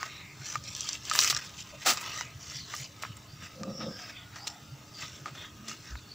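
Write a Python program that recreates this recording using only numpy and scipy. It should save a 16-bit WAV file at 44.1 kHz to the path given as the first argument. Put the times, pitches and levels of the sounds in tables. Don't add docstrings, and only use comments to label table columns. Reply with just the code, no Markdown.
import sys
import numpy as np
from scipy import signal
from scipy.fft import rfft, irfft, next_fast_len
from scipy.io import wavfile
from scipy.ndimage import uniform_filter1d

SR = 44100
rng = np.random.default_rng(int(sys.argv[2]) if len(sys.argv) > 2 else 0)


def put_to_file(sound):
    columns = np.atleast_2d(sound).T
    safe = np.clip(columns, -1, 1)
    whole_steps = np.round(safe * 32767)
    wavfile.write(sys.argv[1], SR, whole_steps.astype(np.int16))


N = 270897
TIME = np.arange(N) / SR


# start in seconds, hold in seconds, body and crispness in dB before the trims in rustle().
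FOOT_PRESSES = [(0.0, 0.061, -40, -45), (0.097, 0.1, -51, -53.5), (0.40, .04, -50, -50),
                (0.465, .085, -42, -38.5), (0.668, 0.13, -53, -40), (0.814, 0.14, -47, -38),
                (1.054, 0.058, -44.5, -39), (1.143, 0.036, -33, -30.5), (1.199, 0.078, -33, -27.5),
                (1.326, 0.041, -36.5, -37.5), (1.417, 0.074, -54, -44.5), (1.588, 0.015, -54, -38),
                (1.68, 0.021, -54, -50.5), (1.83, 0.093, -41.5, -40), (1.971, 0.15, -38, -40),
                (2.167, 0.042, -40, -38), (2.43, .09, -52.5, -44), (2.545, 0.053, -56, -39.5),
                (2.704, 0.047, -43, -44.5), (2.754, 0.095, -51, -41.5), (3.038, 0.014, -39, -46),
                (3.428, .03, -44, -48), (3.817, 0.023, -52, -68), (3.992, 0.11, -43.5, -50.5),
                (4.365, 0.016, -44, -51), (4.48, 0.022, -68, -46.5), (4.985, .10, -55, -46),
                (5.005, .035, -41.5, -41), (5.15, 0.033, -59, -50.5), (5.378, 0.054, -43.5, -50.5),
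                (5.689, 0.037, -46, -40.5), (5.826, 0.086, -56, -51)]

def footwork(press_s=0.023, lift_s=0.027, settle_s=0.14, settle_db=-11):
    body_power, crisp_power = from_db([-59.5, -62.5]) ** 2
    for start, hold, body_db, crisp_db in FOOT_PRESSES:
        press = swell(start, hold, press_s, lift_s)
        settle = from_db(settle_db) * swell(start, hold, press_s, settle_s)
        power = np.maximum(press, settle) ** 2
        body_power += power * from_db(body_db) ** 2
        crisp_power += power * from_db(crisp_db) ** 2
    return np.sqrt(body_power), np.sqrt(crisp_power)


# frequency in Hz, gain in dB.
BODY_EQ = [(50, -58), (120, -16), (330, -12), (620, -7), (1000, -8), (1700, -0.5), (2400, -2), (3300, -4),
           (5000, -17)]
CRISP_EQ = [(1000, -36), (2000, -8.5), (3000, -3), (4300, -3), (5800, 4), (7400, 1.5), (9500, -8),
            (16000, -8)]

def rustle(clump_db=1.86, body_trim_db=-3.0, crisp_trim_db=-0.77):
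    body_gain, crisp_gain = footwork()
    clumps = from_db(clump_db * drift(69))
    body = rms_one(colour(grains(per_s=1300, spread_db=2.14, hiss=0.47) * clumps, BODY_EQ))
    leaves = sum(resonate(grains(per_s=260, spread_db=3.2, hiss=0.45), hz, hz / 6) / np.sqrt(hz)
                 for hz in np.geomspace(2000, 12000, 12))
    crisp = rms_one(colour(leaves * clumps, CRISP_EQ)) + from_db(-10) * ribs()
    litter = body * body_gain * from_db(body_trim_db) + crisp * crisp_gain * from_db(crisp_trim_db)
    return shifting(litter, depth_db=3, rate=8)


def ribs(per_s=45, spread_db=1.5, t60=0.018):
    breaks = rng.random(N) < per_s / SR
    sizes = from_db(spread_db * np.minimum(rng.exponential(1, N), 4))
    bursts = signal.lfilter([1], [1, -from_db(-60 / (t60 * SR))], breaks * sizes + 1e-18)
    return rms_one(colour(bursts * white(), CRISP_EQ))


# start in seconds, knock in dB before its trim, crack in dB.
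TWIG_BREAKS = [(0.0298, -26, -36.5), (0.5557, -26.5, -37), (0.6394, -69, -39), (0.7503, -53, -31.5),
               (0.8075, -65, -26), (0.8898, -40, -26), (0.9312, -56, -29.5), (1.0528, -50, -36.5),
               (1.098, -58, -26.5), (1.1133, -25, -30), (1.1523, -24, -32), (1.19, -22.5, -13.5),
               (1.2049, -45, -20), (1.213, -58, -20.5), (1.2368, -59, -21), (1.2458, -46, -21),
               (1.276, -39, -24), (1.327, -30, -34), (1.3483, -41, -26), (1.3654, -38, -26),
               (1.3732, -47, -28.5), (1.9357, -38, -37), (1.973, -36, -32), (2.2101, -28.5, -33.5),
               (2.739, -30, -42), (2.7644, -60, -34.5), (3.0356, -29.5, -53), (3.0507, -35.5, -60),
               (3.6336, -38.5, -38), (3.998, -45, -62), (4.359, -48, -45), (5.2585, -33.5, -44),
               (5.684, -57, -47), (5.714, -40.5, -48), (5.955, -38.5, -65)]
# frequency in Hz, relative level in dB, seconds to fall 60 dB.
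STALK_MODES = [(620, -55.5, 0.004), (930, -8.5, 0.012), (1146, -1, 0.036), (1496, 2.5, 0.012),
               (1770, 6, 0.0092), (2170, 3, 0.012)]

def snaps(crack_hz=5080, width_hz=4200, db_per_octave=95, knock_trim_db=-3.0):
    out, t = np.zeros(N), TIME[:SR // 8]
    attack = slice(SR // 200)
    splinters = 0.17 * from_db(-60 * t / 0.013)
    scatter = 0.013 * from_db(-60 * t / 0.12)
    for start, knock_db, crack_db in TWIG_BREAKS:
        hz = crack_hz * 2 ** ((crack_db - knock_db) / db_per_octave)
        push = rng.standard_normal(len(t)) * (splinters + scatter)
        push[0] = 1
        crack = resonate(resonate(push, hz, width_hz), hz, 2 * width_hz)
        crack = butterworth(crack, 1.38 * hz)
        wood = 0
        for mode_hz, db, t60 in STALK_MODES:
            tuned_hz = mode_hz * np.exp(rng.normal(0, 0.067))
            wood += from_db(db - 60 * t / t60) * np.sin(2 * np.pi * tuned_hz * t)
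        push[1:] *= 0.22
        knock = signal.fftconvolve(push, wood)[:len(t)]
        knock = butterworth(knock, 720, "high", order=3)
        add(out, start, from_db(knock_db + knock_trim_db) * knock / knock[attack].std())
        add(out, start, from_db(crack_db) * crack / crack[attack].std())
    return out


# start, hold, rise and fall in seconds,
# hiss level in dB, then the low layer and the top layer in dB against the hiss.
LEAF_DRAGS = [(1.2988, 0.01, .0004, 0.0069, -20.5, -16, -4), (1.864, 0.041, 0.0046, 0.019, -21.5, -7, 0),
              (4.4699, 0.011, .0002, 0.0026, -29.5, -17, -7.5), (5.682, 0.0046, .001, 0.0062, -35, -14, -9),
              (3.023, 0.0044, 0.00073, 0.0036, -37, -8, 1), (4.36, .012, .001, 0.0071, -51.5, 4, -16),
              (5.352, 0.0036, .0005, 0.0068, -45.5, -1, -20), (5.265, 0.02, .002, 0.013, -49, 5, -17),
              (3.803, 0.024, .002, 0.015, -62, 18, -24)]
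# frequency in Hz, gain in dB.
DRAG_HISS_EQ = [(1000, -28), (2000, -3), (3000, -2.5), (5500, 1.5), (7400, 1), (9500, -3.5), (13000, -27),
                (16000, -50)]
DRAG_LOW_EQ = [(60, -42), (200, -11), (300, -2), (420, -12.5), (620, 1), (820, 3), (1000, -4.5),
               (1300, -1.5), (1600, -3.5), (2600, -4.5), (4500, -13), (9000, -24), (16000, -36)]
DRAG_TOP_EQ = [(200, -18), (600, -1.5), (1500, -43), (3000, -4.5), (6000, 2), (8500, 11.5), (12000, 7.5),
               (16000, 3)]

def scrapes(lead_s=0.04):
    out, t = np.zeros(N), TIME[:SR // 4] - lead_s
    hiss = rms_one(colour(grains(per_s=5000, spread_db=2.9, hiss=0.37), DRAG_HISS_EQ))
    top = rms_one(colour(grains(per_s=4600, spread_db=2.0, hiss=0.57), DRAG_TOP_EQ))
    low = rms_one(colour(grains(per_s=2700, spread_db=2.5, hiss=0.22), DRAG_LOW_EQ))
    for start, hold, rise, fall, db, low_db, top_db in LEAF_DRAGS:
        contact = np.exp(np.minimum(t / rise, 0) - np.maximum((t - hold) / fall, 0))
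        part = slice(int(start * SR), int(start * SR) + len(t))
        friction = hiss[part] + from_db(top_db) * top[part] + from_db(low_db) * low[part]
        add(out, start - lead_s, from_db(db) * contact * friction)
    return out


# start in seconds, hold in seconds, level in dB.
FOLIAGE_BRUSHES = [(1.148, 0.056, -24.5), (1.22, 0.096, -29), (1.88, 0.058, -29.5), (2.005, 0.022, -40),
                   (2.75, 0.066, -41.5)]

def brushes():
    bright_eq = [(2000, -27), (5000, -7.5), (8000, 1.5), (10000, 2), (16000, -7.5)]
    crackle = rms_one(colour(grains(per_s=900, spread_db=4.8, hiss=0.53), bright_eq))
    return crackle * touches(FOLIAGE_BRUSHES, rise_s=0.0045, fall_s=0.011)


# start in seconds, level in dB.
LEAF_FLICKS = [(1.1353, -19), (3.168, -33)]

def ticks():
    ring = rms_one(resonate(white(), hz=8300, width_hz=1300))
    return ring * touches([(start, 0, db) for start, db in LEAF_FLICKS], rise_s=1 / SR, fall_s=0.0034)


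# start and end in seconds, first and last pitch in Hz, level in dB.
CLOTH_SLIDES = [(0.0, 0.402, 2480, 2164, -48), (0.044, 0.284, 3950, 3910, -50),
                (1.633, 1.84, 2760, 2470, -57), (2.218, 2.343, 2475, 2253, -49.5),
                (2.53, 2.697, 4650, 4060, -46.5), (3.039, 3.18, 3100, 2900, -57),
                (3.262, 3.38, 4360, 4900, -55.5), (3.674, 3.93, 5550, 5250, -45),
                (3.781, 4.168, 5320, 5030, -46.5), (3.794, 3.903, 3910, 3360, -49.5),
                (3.979, 4.286, 2580, 2107, -52), (4.12, 4.27, 3400, 3270, -50),
                (4.361, 4.551, 4310, 5800, -48.5), (4.926, 5.022, 4950, 4470, -46),
                (5.34, 5.519, 3540, 3340, -47), (5.371, 5.503, 1945, 1800, -52.5),
                (5.817, 5.97, 2120, 1342, -53.5), (5.95, 6.016, 4020, 4000, -54.5),
                (6.06, 6.18, 4320, 4450, -53)]

def swishes(width_hz=450, waver_db=1.6):
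    bands = glides([(*slide, width_hz, db) for *slide, db in CLOTH_SLIDES])
    return bands * rms_one(from_db(waver_db * drift(25)))


# start in seconds, hold in seconds, level in dB.
CASE_RUBS = [(3.615, 0.1, -41), (3.815, 0.069, -39)]
# frequency in Hz, width of the narrower filter in Hz, gain in dB.
CASE_MODES = [(180.5, 68, 2.5), (300, 89, -14), (521, 38, 4), (646, 50, -11), (1040, 150, -20)]

def rubs():
    slips = grains(per_s=500, spread_db=0.63, hiss=0.54)
    case = sum(from_db(db) * resonate(resonate(slips, hz, width), hz, 4 * width)
               for hz, width, db in CASE_MODES)
    return rms_one(case) * touches(CASE_RUBS, rise_s=0.033, fall_s=0.047)


# centre in seconds, level in dB.
WALK_THUDS = [(0.411, -49), (0.583, -48.5), (1.344, -50.5), (2.568, -47.5), (2.818, -45), (3.34, -48.5),
              (4.735, -43.5), (5.224, -48.5), (5.328, -50)]

def thuds():
    return sum(from_db(db) * low_bump(centre, half_s=0.016, hz=134.5) for centre, db in WALK_THUDS)


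def puff():
    return from_db(-39.5) * low_bump(centre_s=5.939, half_s=0.027, hz=60)


# frequency in Hz, gain in dB.
AIR_EQ = [(20, -9), (45, -25), (70, -7), (125, 3.5), (200, -5), (350, -10.5), (900, -13.5), (2000, -19.5),
          (6000, -16), (9000, -15.5), (16000, -22)]

def outdoors(air_db=-51, lumpy_db=3.5, hum_hz=299.6, hum_db=-63.5):
    air = rms_one(colour(white(), AIR_EQ))
    rumble = butterworth(air, 220)
    air = shifting(air, depth_db=3.4, rate=5)
    air += rumble * (from_db(lumpy_db * drift(11)) - 1)
    hum = np.sqrt(2) * np.sin(2 * np.pi * hum_hz * TIME + 0.83 * drift(4.3))
    return from_db(air_db) * air + from_db(hum_db) * hum


# start and end in seconds, first and last pitch in Hz, width in Hz, level in dB.
DISTANT_HUMS = [(1.72, 1.78, 610, 560, 100, -49.5), (3.96, 4.06, 742, 705, 36, -53),
                (3.86, 4.08, 1540, 1640, 110, -52.5), (4.30, 4.64, 870, 780, 180, -53),
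                (3.8, 4.90, 1500, 1370, 43, -64), (5.52, 5.78, 212, 226, 27, -54.5),
                (4.8, 6.14, 330, 330, 150, -62.5)]

def far_hums():
    return glides(DISTANT_HUMS)


def reflected(x, delays_s=(0.0011, 0.0019, 0.0031, 0.0047), gain=0.21, sway=0.039):
    out = x
    for delay_s in delays_s:
        late = delay_s * (1 + sway * drift(0.92))
        out = out + gain * np.interp(TIME - late, TIME, x)
    return out / np.sqrt(1 + len(delays_s) * gain ** 2)


# frequency in Hz, gain in dB.
DIFFUSE_EQ = [(30, -4), (70, -7), (150, -5), (300, -2.5), (1200, -3), (3000, -2.5), (6000, -11),
              (9000, -14.5), (15000, -11)]

def stereo_side(mid, smear_db=-30, smear_t60=0.12, diffuse_db=-65):
    tail = rng.standard_normal(SR // 4) * from_db(-60 * TIME[:SR // 4] / smear_t60)
    smear = signal.fftconvolve(mid, tail / np.linalg.norm(tail))[:N]
    diffuse = rms_one(colour(white(), DIFFUSE_EQ))
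    return from_db(smear_db) * butterworth(smear, 2500) + from_db(diffuse_db) * diffuse


def grains(per_s, spread_db, hiss):
    clicks = np.zeros(N)
    at = np.flatnonzero(rng.random(N) < per_s / SR)
    sizes = rng.laplace(0, 1, N)[at]
    clicks[at] = np.sign(sizes) * from_db(spread_db * np.minimum(np.abs(sizes), 4))
    return rms_one(rms_one(clicks) + hiss * white())


def glides(rows):
    out = np.zeros(N)
    for start, end, from_hz, to_hz, width_hz, db in rows:
        size = int((end - start) * SR)
        waver = butterworth(rng.standard_normal((2, 2 * SR)), width_hz / 2)[:, -size:]
        phase = 2 * np.pi * np.cumsum(np.linspace(from_hz, to_hz, size)) / SR
        band = rms_one(waver[0] * np.cos(phase) + waver[1] * np.sin(phase))
        arch = np.sin(np.linspace(0, np.pi, size))
        add(out, start, from_db(db) * arch * band)
    return out


def low_bump(centre_s, half_s, hz):
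    bell = np.exp(-np.minimum(((TIME - centre_s) / half_s) ** 2, 20))
    return np.sqrt(2) * bell * np.sin(2 * np.pi * (hz * TIME + rng.random()))


def swell(start, hold, rise_s, fall_s):
    attack = np.minimum((TIME - start) / rise_s, 0)
    release = np.maximum((TIME - start - hold) / fall_s, 0)
    return np.exp(np.maximum(attack - release, -20))


def touches(rows, rise_s, fall_s):
    return np.sqrt(sum((from_db(db) * swell(start, hold, rise_s, fall_s)) ** 2 for start, hold, db in rows))


def shifting(x, depth_db, rate, bands=24):
    size, out = next_fast_len(N, real=True), 0
    spectrum = rfft(x, size)
    hz = np.arange(len(spectrum)) * SR / size
    place = np.interp(np.sqrt(hz), np.sqrt([400, 8000]), [0, bands - 1])
    for k in range(bands):
        gain = rms_one(from_db(depth_db * np.clip(drift(rate), -2, 2))) if 0 < k < bands - 1 else 1
        band = np.clip(1.5 - 2 * np.abs(place - k), 0, 1)
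        out += gain * irfft(spectrum * band, size)[:N]
    return out


def drift(rate):
    pole = np.exp(-32 * np.pi * rate / SR)
    noise = rng.standard_normal(N // 16 + 2002)
    slow = signal.lfilter([1], [1, -2 * pole, pole * pole], noise)[2000:]
    return uniform_filter1d(np.repeat(rms_one(slow), 16), 16)[:N]


def colour(x, eq, size=8192):
    hz, db = np.transpose(eq)
    bins = np.maximum(np.arange(size // 2 + 1) * SR / size, 1)
    gain = from_db(np.interp(np.log(bins), np.log(hz), db))
    cepstrum = irfft(np.log(gain))
    cepstrum[1:size // 2] *= 2
    cepstrum[size // 2 + 1:] = 0
    return signal.fftconvolve(x, irfft(np.exp(rfft(cepstrum))))[:len(x)]


def resonate(x, hz, width_hz):
    r = np.exp(-np.pi * width_hz / SR)
    feedback = [1, -2 * r * np.cos(2 * np.pi * hz / SR), r * r]
    return signal.lfilter(np.array([1, 0, -1]) * (1 - r * r) / 2, feedback, x)


def butterworth(x, hz, kind="low", order=2):
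    return signal.sosfilt(signal.butter(order, hz, kind, fs=SR, output="sos"), x)


def add(out, start, sound):
    at = max(round(start * SR), 0)
    out[at:at + len(sound)] += sound[:N - at]


def white():
    return rng.standard_normal(N)


def from_db(db):
    return 10 ** (np.asarray(db) / 20)


def rms_one(x):
    return x / np.sqrt(np.mean(x ** 2) + 1e-20)


def scene():
    near = reflected(rustle() + swishes()) + brushes() + ticks() + snaps() + scrapes()
    handling = rubs() + thuds() + puff()
    mid = near + handling + reflected(outdoors()) + far_hums()
    side = stereo_side(mid)
    return np.array([mid + side, mid - side])


# frequency in Hz, gain in dB.
MICROPHONE_EQ = [(30, -8.5), (70, 4.5), (1020, -1.5), (1160, 3), (1245, 12), (1340, 4.5), (1520, -0.5),
                 (3600, -0.5), (6100, -1), (6650, -5.5), (7400, -2), (8600, -15.5), (13700, -14),
                 (15000, -1)]

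def record(dry, cutoff_hz=15550):
    heard = np.array([colour(channel, MICROPHONE_EQ) for channel in dry])
    return signal.sosfilt(signal.ellip(10, 0.3, 80, cutoff_hz, fs=SR, output="sos"), heard)


dry = scene()
out = record(dry)
put_to_file(out)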